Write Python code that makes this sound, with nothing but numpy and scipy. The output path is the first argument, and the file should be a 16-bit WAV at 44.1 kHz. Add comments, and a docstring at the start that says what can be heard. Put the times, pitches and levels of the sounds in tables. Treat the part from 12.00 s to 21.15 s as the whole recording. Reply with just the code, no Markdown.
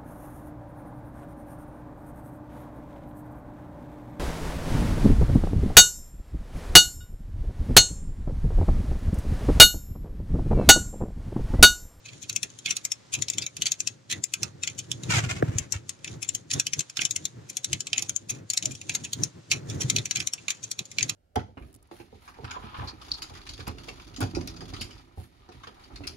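"""On a river bank, a lever ratchet winch is pumped under load, an arm's length from a head-worn camera.
Pawls (small catches) slide up the teeth and snap down, ringing the steel; handle and hooks clank and rattle.
The steel is a crowd of decaying tones; rubbing, jacket, cable and hush are coloured noise.
Bumps on the camera mount are short low tones, and a gloved hand brushes past once with a knuckle tap.
One brief creak is a wavering tone; a faint outdoor hush with a far-off drone lies under it all."""
import sys
import numpy as np
from scipy import signal
from scipy.fft import rfft, irfft, next_fast_len
from scipy.io import wavfile
from scipy.ndimage import uniform_filter1d

SR = 44100
rng = np.random.default_rng(int(sys.argv[2]) if len(sys.argv) > 2 else 0)


def int16_out(signal):
    """Quantize to a 16-bit WAV file."""
    q = np.round(np.clip(np.atleast_2d(signal).T, -1, 1) * 32767)
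    wavfile.write(sys.argv[1], SR, q.astype(np.int16))


N = 403506  # length of the scene in samples

# pawl snaps, a few times per stroke, and a few faint ticks of loose parts:
# (time [s], level before trim [dB], push of low modes before sharing [dB], left over right [dB])
SNAPS = [(0.2961, -22, -1.5, -2), (.328, -33.5, -9, 8), (0.3613, -16.5, -0.5, 2.5), (0.4305, -20, -0.5, 2),
         (.502, -43, 2.5, 0), (.588, -36, 0.5, 1), (0.767, -18.5, -0.5, -8), (0.8506, -18, -4.5, -3),
         (0.9184, -18, -3.5, 1), (1.2219, -17.5, -3, 3), (1.2998, -18, -9.5, 1), (1.3828, -18.5, 4.5, 3.5),
         (1.464, -23.5, 0, 2.5), (1.7189, -14.5, 1, -2), (1.8033, -19, -2.5, -0.5),
         (1.8731, -17.5, -3, 4.5), (2.2394, -17.5, -10, 2.5), (2.337, -18.5, -2, 2.5),
         (2.4311, -16, 1.5, -8), (2.9157, -19, -4.5, -6.5), (3.5839, -17, -4.5, 2.5),
         (3.7222, -18.5, -10.5, 9), (4.2891, -17, 2, 0.5), (4.3491, -20, -12.5, -1), (4.5977, -14, -4, 0),
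         (4.6675, -19.5, -3.5, 0), (4.7333, -18.5, 1, 1.5), (4.7928, -18.5, -2.5, 1.5),
         (4.806, -23, 3, 2.5), (4.898, -33, 2, -2), (5.0517, -15, 0, 3), (5.1096, -19, -10.5, 1),
         (5.1612, -19.5, -4.5, 1), (5.2536, -19.5, -7.5, 1.5), (5.5691, -20.5, -3, 1),
         (5.6447, -19.5, -8.5, 0), (5.7304, -16.5, 1.5, 2), (5.8052, -22.5, -1, 0),
         (6.023, -18.5, -4.5, -11.5), (6.0942, -19.5, -5.5, -1), (6.162, -17.5, -4, 1),
         (6.5346, -21.5, 0.5, -2), (6.5746, -14, -2.5, -1), (6.656, -16, -7, -1), (6.751, -35, 0, 2),
         (6.814, -32, 4, -2.5), (6.8951, -20, 9.5, 1.5), (7.1317, -20, -9, -4.5), (7.235, -15, -3.5, 2),
         (7.8988, -13.5, -1, 2.5), (7.9844, -21.5, 11, 1), (8.0562, -22.5, -0.5, -3), (8.1102, -18, 6, 3.5),
         (8.2719, -17, -5, -2), (8.335, -20.5, -2.5, -1), (8.714, -22.5, -9.5, 3), (8.7905, -22, 1.5, -3),
         (8.854, -38, 1, -1), (8.9152, -35.5, 4, 0), (9.0281, -15, 5, 1), (9.0951, -16.5, -3.5, -9)]
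# the handle turns over or takes up slack: (time [s], level before trim [dB],
# push of low modes before sharing [dB], left over right [dB], chatter of loose parts before shaping [dB])
CLANKS = [(0.0593, -41.5, 17, 3, -44), (0.087, -46, 21, -1, -46.5), (0.132, -45.5, 8, -2, -50),
          (0.2278, -38, -2, 4, -39), (0.6595, -23.5, 11, -1.5, -38), (0.68, -35, 23, -2, -35),
          (0.7077, -20, 8, 4, -30.5), (1.1382, -24, -1, 2, -28.5), (1.2835, -28, 9, 2, -50.5),
          (1.335, -35.5, 1, -1, -42), (1.4243, -34.5, 9, 6, -34), (1.5674, -32, -2.5, -4, -53),
          (1.6201, -19.5, 5, 6, -39), (1.667, -20, 3.5, -1, -27.5), (2.1131, -24, 0, -10, -29),
          (2.6342, -24.5, 15.5, 6.5, -40), (2.675, -24, 10.5, 0, -44), (2.789, -29, -5, -1, -41),
          (3.0343, -34.5, 3, -3, -51), (3.8926, -28.5, 0, 1, -52), (4.0448, -31.5, 15, 1.5, -55),
          (4.0772, -35, 16, 2, -47), (4.228, -28, 0, 8, -38), (4.513, -23.5, 5.5, 0, -40),
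          (4.5375, -24, -1, -6.5, -27), (4.97, -23, 1.5, -9, -42), (4.9918, -24, 35, 2, -46),
          (5.0172, -22, 6, -2, -28), (5.499, -32.5, -13, -4, -41.5), (5.8692, -30.5, 8.5, 0.5, -53),
          (5.9305, -20, 15, -1.5, -52), (5.961, -38, 24, -1, -49), (5.9798, -19.5, 10, 0, -36),
          (6.305, -26, -4.5, -5, -28.5), (6.5009, -21, -8, 0, -50.5), (6.6251, -29.5, 8, 1, -57),
          (6.717, -38, -11, 4, -45), (6.92, -47, 10, -6, -45), (6.951, -22.5, 2.5, 0, -32),
          (7.0462, -37, -3, -7, -38.5), (7.5195, -21, 4, -10, -24.5), (7.699, -35, -1, -7, -42),
          (7.814, -28, -6, -9, -30.5), (7.9624, -18, 4.5, -2.5, -40), (8.1588, -23, 5, -0.5, -35),
          (8.2025, -25, 3.5, -5, -35), (8.38, -43.5, 27, 0, -60), (8.482, -23.5, 9, -3, -60),
          (8.5044, -22.5, -0.5, -1, -30), (8.64, -33, -3, -3, -35.5), (8.9846, -20, 11, -0.5, -43),
          (9.008, -26.5, 18, -3, -51)]
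# colour of the struck steel: (frequency [Hz], left relative level [dB], right relative level [dB])
STEEL_COLOUR = [(300, -6, -25.5), (786, -37, -30), (1760, -28.5, -25.5), (2270, -15.5, -14),
                (2474, -10.5, -6.5), (2870, -21, -13.5), (3235, -12.5, -8.5), (5020, -13.5, -12.5),
                (5640, -5.5, -6.5), (7058, 1.5, -11.5), (8200, -14.5, -24.5), (9960, -15, -18.5),
                (10530, -26, -22.5), (15100, -31, -33.5)]
# parts that ring on after the frame: (frequency [Hz], relative level [dB], time to fall 60 dB [s])
RINGING_PARTS = [(2605, -6.5, .16), (3220, -18, 0.093), (4370, -16, 0.54), (6500, -2.5, .14),
                 (6470, -13, 0.082), (7436, -4.5, 0.13), (8800, -4.5, 0.11)]
# how long the frame rings: (frequency [Hz], time to fall 60 dB [s])
FRAME_DECAY = [(1200, 0.21), (2500, 0.078), (4500, 0.061), (7000, 0.046), (14000, 0.035)]
# trim of each kind of blow [dB]
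SNAP_TRIM_DB, CLANK_TRIM_DB = -4.5, -1
# sharpness of a blow's start (higher is sharper), and the extra per dB of level above the median
SNAP_SHARPNESS, CLANK_SHARPNESS, LOOSE_SHARPNESS, SHARPER_PER_DB = 9.5, 9, 7.0, 0.12
# push of the low modes for loose parts, before sharing [dB]
LOOSE_PUSH_DB = 6.5
# slide before a blow, before shaping: against a snap's level, against a clank's chatter [dB]; swell time [s]
SNAP_SLIDE_DB, CLANK_SLIDE_DB, SLIDE_SWELL_S = -14, 8, 0.0061
# loose parts start chattering this long before a clank, and chatter for this long [s]
CHATTER_LEAD_S, CHATTER_S = 0.014, 0.034
# the hooks jingle on: level against the clank before fading [dB], fading time [s]
JINGLE_DB, JINGLE_DECAY_S = -18.5, 0.041
# one short low creak of the loaded rig:
# (start [s], length [s], middle pitch [Hz], level [dB], left over right [dB])
CREAK = (6.615, .1, 640, -50, -7)
# the operator's heaves as they reach the camera mount: (peak time [s], effort level [dB], length [s])
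HEAVES = [(0.15, -53, 0.33), (0.358, -49.5, 0.13), (0.445, -42, 0.069), (0.692, -47.5, .2),
          (1.198, -38, 0.11), (1.401, -39.5, 0.15), (1.625, -47, 0.24), (1.854, -49.5, 0.12),
          (2.168, -38, 0.14), (2.437, -39.5, 0.18), (2.737, -46.5, 1), (2.9, -41.5, 0.045),
          (3.157, -33.5, 0.55), (3.455, -33.5, 0.51), (3.737, -45, 0.12), (4.133, -36.5, 0.2),
          (4.365, -49, 0.43), (4.565, -30.5, 0.098), (4.787, -36, 0.095), (5.026, -43.5, 0.11),
          (5.202, -48, 0.35), (5.389, -44.5, 0.19), (5.725, -38, 0.17), (6.002, -43.5, 0.26),
          (6.114, -46, .11), (6.35, -41, 0.24), (6.683, -38.5, .2), (6.96, -43, 0.46), (7.216, -32, 0.17),
          (7.376, -44, .1), (7.554, -35.5, 0.16), (7.797, -33.5, 0.64), (7.972, -31.5, .13),
          (8.198, -40.5, 0.18), (8.805, -41, 0.064), (9.048, -36.5, 0.21)]
# share of a heave spent rising; fall from its peak to either end [dB]; shape of the peak
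HEAVE_RISE, HEAVE_DEPTH_DB, HEAVE_ROUNDNESS = 0.47, 21.5, 1.76
# small movements at all times: middle effort and its spread [dB]
REST_DB, FIDGET_DB = -56.5, 3.5
# colour of the thuds through the mount: (frequency [Hz], relative level [dB])
THUD_COLOUR = [(30, -43.5), (60, -22), (88, -5.5), (112, 3), (150, -2.5), (230, -11.5), (320, -8.5),
               (440, -17.5), (700, -30), (1500, -56.5)]
# colour of the jacket's rustle: (frequency [Hz], relative level [dB])
CLOTH_COLOUR = [(200, -5), (350, -1), (600, 1), (850, -6), (1250, -10), (1900, -10), (3500, -33.5),
                (8000, -52.5)]
# colour of the dragging cable: (frequency [Hz], relative level [dB])
CABLE_COLOUR = [(900, -21), (1800, -14), (2550, -6.5), (3600, 2), (5000, -3.5), (7000, 6), (8300, -13),
                (9600, -3.5), (11500, -33), (15000, -55)]
# the glove rubs over the camera housing: (start [s], length [s], pressure level [dB])
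RUBS = [(3.105, 0.084, -23.5), (3.238, 0.011, -34.5), (3.3, 0.015, -30.5), (3.36, 0.027, -41.5),
        (3.44, 0.21, -49.5), (3.735, 0.021, -37.5)]
RUB_ATTACK_S, RUB_RELEASE_S = 0.0073, 0.016
# colour of the rubbing glove: (frequency [Hz], relative level [dB])
GLOVE_COLOUR = [(250, -6), (400, -18), (620, -3.5), (830, -10), (1450, -3), (1800, -6.5), (2250, -1.5),
                (4260, -13), (7100, -8.5), (9500, -23), (15000, -38)]
# a knuckle taps the housing: (time [s], level before its two parts are weighted [dB])
TAP = (3.4245, -21.5)
# colour of the tapped housing: (frequency [Hz], relative level [dB])
HOUSING_COLOUR = [(200, -11.5), (480, 2.5), (700, 9.5), (1000, -22), (1500, -6.5), (2500, -18), (3500, -36),
                  (15000, -50)]
# bumps on the camera mount: (time [s], peak level [dB], pitch [Hz], time to fall 60 dB [s])
BUMPS = [(3.094, -20.5, 160, 0.021), (3.14, -21, 124, 0.063), (3.171, -18.5, 110, 0.069),
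         (3.236, -22.5, 136, 0.033), (3.265, -26.5, 107, .07), (3.316, -26.5, 98.5, 0.047),
         (3.368, -25.5, 120, 0.027), (3.436, -20.5, 134, 0.041), (3.487, -18.5, 106, 0.056),
         (3.557, -20.5, 104, 0.044), (3.612, -29, 100, 0.021), (3.756, -24.5, 91.7, 0.049),
         (7.844, -19.5, 127, 0.1)]
# colour of the outdoor hush: (frequency [Hz], relative level [dB])
HUSH_COLOUR = [(40, -20), (110, -3.5), (300, -11), (800, -13), (2500, -17.5), (7000, -19.5), (14000, -49.5)]
# colour of the far-off drone: (frequency [Hz], relative level [dB])
DRONE_COLOUR = [(100, -53.5), (420, -30), (520, -2), (575, -4), (720, -32), (3000, -59.5)]
PORTS = np.array([[1], [-1]])  # left and right signs
TOP_HZ = 15400  # the camera passes nothing much above this


def winch():
    """Snaps, handle clanks and the loose parts they shake all ring the same steel."""
    snaps, clanks = np.array(SNAPS), np.array(CLANKS)
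    loose_push_db = np.full(len(clanks), LOOSE_PUSH_DB)
    push_db = np.r_[snaps[:, 2], clanks[:, 2], loose_push_db]
    # louder snaps and clanks are sharper
    snap_sharpness = SNAP_SHARPNESS + SHARPER_PER_DB * (snaps[:, 1] - np.median(snaps[:, 1]))
    clank_sharpness = CLANK_SHARPNESS + SHARPER_PER_DB * (clanks[:, 1] - np.median(clanks[:, 1]))
    loose_sharpness = np.full(len(clanks), LOOSE_SHARPNESS)
    blows = steel_blows(push_db, np.r_[snap_sharpness, clank_sharpness, loose_sharpness])
    snapping, handle, loose = np.split(blows, [len(snaps), len(snaps) + len(clanks)])

    out = np.zeros((2, N))
    for (s, db, _, pan_db), blow in zip(snaps, snapping):
        add(out, *strike(s, blow, db + SNAP_TRIM_DB, pan_db, db + SNAP_SLIDE_DB))
    for (s, db, _, pan_db, chatter_db), blow, parts in zip(clanks, handle, loose):
        add(out, *strike(s, blow, db + CLANK_TRIM_DB, pan_db, chatter_db + CLANK_SLIDE_DB))
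        add(out, s - CHATTER_LEAD_S, rattle(parts, chatter_db, db))
    return out


def steel_blows(push_db, sharpness, shared=0.49, patchy_db=4.5, port_spread=1.72, sharp_s=0.0053, count=320):
    """Blows on the winch (blows, 2, samples): one set of fading tones (modes), weighted anew by each contact."""
    t = np.arange(SR // 8) / SR
    crowd_hz = 700 + 15000 * (np.arange(count) + rng.random(count)) / count
    ring_hz, ring_db, ring_t60 = np.transpose(RINGING_PARTS)
    hz = np.r_[crowd_hz, ring_hz]
    t60 = np.r_[over_hz(crowd_hz, FRAME_DECAY), ring_t60]
    modes = np.exp(np.outer(2j * np.pi * hz - np.log(1000) / t60, t)).astype(np.complex64)

    # each weight is part common to all blows, part chance
    chance = rng.standard_normal((len(push_db), len(hz), 3))
    common = shared * np.exp(2j * np.pi * rng.random(len(hz)))
    weights = common + (chance[..., 0] + 1j * chance[..., 1]) / np.sqrt(2)
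    # where the tooth is struck favours whole groups of neighbouring modes
    patches = unit(uniform_filter1d(chance[..., 2], size=11, axis=1))
    weights[:, :count] *= gain(patchy_db * patches[:, :count])
    # the ringing parts answer every blow, more or less strongly; the root evens them out
    weights[:, count:] *= gain(ring_db) / np.sqrt(np.abs(weights[:, count:]))
    # a larger push favours the frame's low modes, whatever the blow's level
    low_share = 0.85 / (1 + (hz / 5200) ** 8) + 0.26 * np.exp(-((hz - 2550) / 450) ** 2)
    weights *= gain(np.outer(push_db, low_share))

    # each mode reaches the right port with its own phase
    skew = np.exp(1j * port_spread * hz / (hz + 2500) * rng.standard_normal(len(hz)))
    # changing cable tension nudges the modes from blow to blow, by about 12 Hz
    nudge = np.exp(2j * np.pi * np.outer(12 * rng.standard_normal(len(push_db)), t))
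    ports = []
    for column, turn in ((1, 1), (2, skew)):
        ringing = ((weights * turn).astype(np.complex64) @ modes) * nudge
        ports.append(colour(ringing.imag, STEEL_COLOUR, axis=column))
    # a sharp blow spends most of its energy at once; a soft one has less of this early boost
    early_boost = 0.77 / (1 + (t / sharp_s) ** 4)
    attack = gain(np.outer(np.asarray(sharpness) - 2.0, early_boost)) * (1 - np.exp(-t / 0.000037))
    blows = np.stack(ports, 1) * attack[:, None]
    # the first 10 ms of every blow gets the same strength
    return blows / np.sqrt(np.mean(blows[..., :SR // 100] ** 2, axis=(1, 2), keepdims=True))


def strike(s, blow, level_db, pan_db, slide_db):
    """Steel slides on steel for a moment, then strikes; gives the start time and the sound."""
    lead = np.arange(-SR // 50, 0) / SR
    blow = blow * unit(gain(PORTS * pan_db / 2))
    swell = np.exp(lead / SLIDE_SWELL_S) * np.minimum(-lead / 0.0026, 1)
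    slide = chatter(len(lead), rate=4000, spread_db=5) * swell
    snap = np.pad(blow, ((0, 0), (len(lead) - 1, 0)))
    return s + lead[0], shaken(slide, blow) * gain(slide_db) + snap * gain(level_db)


def rattle(blow, chatter_db, clank_db):
    """Loose parts chatter around a clank; stray ticks of the hooks die away after it."""
    t = np.arange(SR // 6) / SR
    swell = np.sqrt(np.abs(np.sin(np.pi * np.minimum(t / CHATTER_S, 1))))
    burst = chatter(len(t), rate=1100, spread_db=12) * swell
    fade = np.exp(-t / JINGLE_DECAY_S) * (t > CHATTER_LEAD_S)
    jingle = chatter(len(t), rate=97, spread_db=7) * fade
    return shaken(burst * gain(chatter_db) + jingle * gain(clank_db + JINGLE_DB), blow)


def chatter(size, rate, spread_db):
    """Tiny uneven contacts (rate per second) over a little noise, with unit power."""
    touching = rng.random(size) < rate / SR
    contacts = touching * rng.standard_normal(size) * gain(spread_db * rng.standard_normal(size))
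    return unit(contacts + 0.011 * rng.standard_normal(size))


def shaken(contacts, blow):
    """The steel rings anew at each contact; the blow is scaled to keep the power about the same."""
    return signal.fftconvolve(contacts[None], blow / np.sqrt(np.sum(blow ** 2) / 2), axes=1)


def bank(x, wet_db, t60_s):
    """Concrete steps and the slope scatter a thin, short tail of echoes."""
    t = np.arange(SR // 2) / SR
    fade = np.exp(-np.log(1000) * t / t60_s) * (1 - np.exp(-t / 0.0017))
    tail = rng.standard_normal((2, len(t))) * fade
    tail *= gain(wet_db) / np.sqrt(np.sum(tail ** 2) / 2)
    return x + signal.fftconvolve(x, tail, axes=1)[:, :N]


def creak():
    """A brief stick-slip tone that wavers and rises a little as the load comes on."""
    start, length, hz, db, pan_db = CREAK
    out, size = np.zeros((2, N)), int(length * SR)
    pitch = hz * (1 + 0.048 * (np.linspace(-1, 1, size) + walk(200)[:size]))
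    tone = unit(np.sin(2 * np.pi * np.cumsum(pitch) / SR) * np.hanning(size))
    add(out, start, tone * gain(db + PORTS * pan_db / 2))
    return out


def body():
    """Every heave thuds through the mount and rustles the jacket; the cable drags while the drum turns."""
    effort_db = effort()
    thud = hiss(THUD_COLOUR, side_db=-12, pan_db=0, rough_db=1.5, rough_rate=48) * gain(effort_db)
    # the jacket is quiet at rest and swells with the arm
    cloth_db = 0.94 * effort_db - 14.5 + 1.5 * walk(16)
    cloth = hiss(CLOTH_COLOUR, side_db=-6, pan_db=0.5, rough_db=-0.5, rough_rate=90) * gain(cloth_db)
    # the drum turns around each snap and clank; only a trace of drag is left between them
    turning = np.zeros(N)
    for s, *_ in SNAPS + CLANKS:
        add(turning, s - 0.06, np.hanning(int(0.17 * SR)))
    drag = gain(0.5 * effort_db - 31) * (0.044 + np.minimum(turning, 1))
    cable = hiss(CABLE_COLOUR, side_db=-1, pan_db=-1.0, rough_db=2.5, rough_rate=590) * drag
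    return thud + cloth + cable


def effort():
    """The operator's effort in dB: every heave swells and fades over a restless minimum."""
    t = np.arange(0, N / SR, 0.002)
    peak_s, db, length = np.transpose(HEAVES)[..., None]
    # distance from the peak: 0 at the peak, 1 at either end
    away = np.maximum((peak_s - t) / HEAVE_RISE, (t - peak_s) / (1 - HEAVE_RISE)) / length
    power = np.sum(gain(db - HEAVE_DEPTH_DB * away ** HEAVE_ROUNDNESS) ** 2, axis=0)
    rest_power = gain(REST_DB + FIDGET_DB * walk(11)) ** 2
    return 10 * np.log10(curve(np.c_[t, power]) + rest_power)


def glove():
    """Rubber-coated cloth catches and slips across the housing, and a knuckle taps it in passing."""
    rub = hiss(GLOVE_COLOUR, side_db=-0.5, pan_db=-0.5, rough_db=2.5, rough_rate=450)
    # sound bounces between hand and housing, so hollow resonances slide as the gap changes
    now = np.arange(N)
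    lag = SR * 0.0018 * np.exp(0.196 * walk(6.9))
    bounced = np.array([np.interp(now - lag, now, port) for port in rub])
    rub = unit(rub + 0.75 * bounced) * pressure(RUBS)
    add(rub, TAP[0], gain(TAP[1]) * knuckle())
    return rub


def knuckle():
    """A tap is a crack of noise coloured by the housing plus a low knock."""
    t = np.arange(SR // 20) / SR
    crack = unit(colour(rng.standard_normal(len(t)) * t * np.exp(-t / 0.001), HOUSING_COLOUR))
    # the knock falls in pitch as the finger settles on the shell
    hz = 140 + 520 * np.exp(-t / 0.0042)
    knock = np.sin(2 * np.pi * np.cumsum(hz) / SR) * np.exp(-t / 0.011) * (1 - np.exp(-t / 0.00092))
    return gain(-5.0) * crack + gain(7.5) * knock


def pressure(rubs):
    """Strength of the rubbing: each rub grips quickly, holds and lets go."""
    t = np.arange(N) / SR
    total = np.zeros(N)
    for s, length, db in rubs:
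        before, after = np.maximum(s - t, 0), np.maximum(t - s - length, 0)
        total += gain(db) * np.exp(-before / RUB_ATTACK_S - after / RUB_RELEASE_S)
    return total


def bumps():
    """The camera rocks on its mount after each soft nudge: a short, low, fading tone."""
    out, t = np.zeros(N), np.arange(SR // 5) / SR
    for s, db, hz, t60 in BUMPS:
        fade = np.exp(-np.log(1000) * t / t60) * (1 - np.exp(-(t * hz) ** 2))
        rocking = np.sin(2 * np.pi * hz * t) * fade
        add(out, s - 0.5 / hz, gain(db) * rocking / np.abs(rocking).max())
    return out


def outdoors():
    """The faint hush of river and trees, with a far-off drone in it: two slowly wavering noises."""
    hush = hiss(HUSH_COLOUR, side_db=-3, pan_db=0, rough_db=1.5, rough_rate=3)
    drone = hiss(DRONE_COLOUR, side_db=0, pan_db=0, rough_db=3, rough_rate=2)
    return hush * gain(-60.0) + drone * gain(-70)


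def hiss(spectrum, side_db, pan_db, rough_db, rough_rate):
    """Stereo coloured noise of unit power whose strength flutters at random."""
    mid, side = rng.standard_normal((2, N))
    both = (mid + PORTS * gain(side_db) * side) * gain(PORTS * pan_db / 2)
    return unit(colour(both * gain(rough_db * walk(rough_rate)), spectrum))


def walk(rate):
    """Random levels, rate of them per second, joined by smooth slopes; spread near one."""
    k = max(int(SR / rate), 1)
    steps = np.repeat(rng.standard_normal(N // k + 1), k)
    return uniform_filter1d(steps, k)[:N] * np.sqrt(3 / 2)


def colour(x, rows, axis=1):
    """Filter with the given spectrum that never sounds early (minimum phase, built from the cepstrum)."""
    n = 2 * next_fast_len(x.shape[-1] // 2 + 512)
    level_db = over_hz(np.arange(n // 2 + 1) * SR / n, rows, axis)
    cepstrum = irfft(np.log(gain(level_db)))
    # folding the second half onto the first removes any sound before its cause
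    cepstrum[1:n // 2] *= 2
    cepstrum[n // 2 + 1:] = 0
    return irfft(rfft(x, n) * np.exp(rfft(cepstrum)), n)[..., :x.shape[-1]]


def over_hz(hz, rows, axis=1):
    """One column of a frequency table, read on a log axis."""
    rows = np.array(rows)
    return np.interp(np.log(hz + 1), np.log(rows[:, 0]), rows[:, axis])


def curve(rows):
    """The second column of a time table, for every sample."""
    return np.interp(np.arange(N) / SR, rows[:, 0], rows[:, 1])


def add(out, s, sound):
    """Mix a sound in at a time in seconds."""
    start = max(int(s * SR), 0)
    part = sound[..., :max(N - start, 0)]
    out[..., start:start + part.shape[-1]] += part


def gain(db):
    """Decibels to a plain multiplier."""
    return 10 ** (np.asarray(db) / 20)


def unit(x):
    """Scale to an average strength (rms) of one."""
    return x / np.sqrt(np.mean(x ** 2))


def scene():
    """Winch, operator and river bank together."""
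    near = bank(winch(), wet_db=-24.0, t60_s=0.14) + creak()
    return near + body() + glove() + bumps() + outdoors()


def record(dry, port_hz=680, port_q=1.0):
    """The two microphone ports fall out of step in the mids; the camera thins bass, rounds peaks, cuts the top."""
    w = 2 * np.pi * port_hz
    # an allpass turns the phase of the right port and leaves its levels alone
    allpass = signal.bilinear([1, -w / port_q, w * w], [1, w / port_q, w * w], SR)
    ports = np.array([dry[0], signal.lfilter(*allpass, dry[1])])
    thinned = signal.sosfilt(signal.butter(2, 45, "high", fs=SR, output="sos"), ports)
    rounded = 0.85 * np.tanh(thinned / 0.85)
    return signal.sosfilt(signal.ellip(8, 0.2, 70, TOP_HZ, fs=SR, output="sos"), rounded)


dry = scene()
out = record(dry)
int16_out(out)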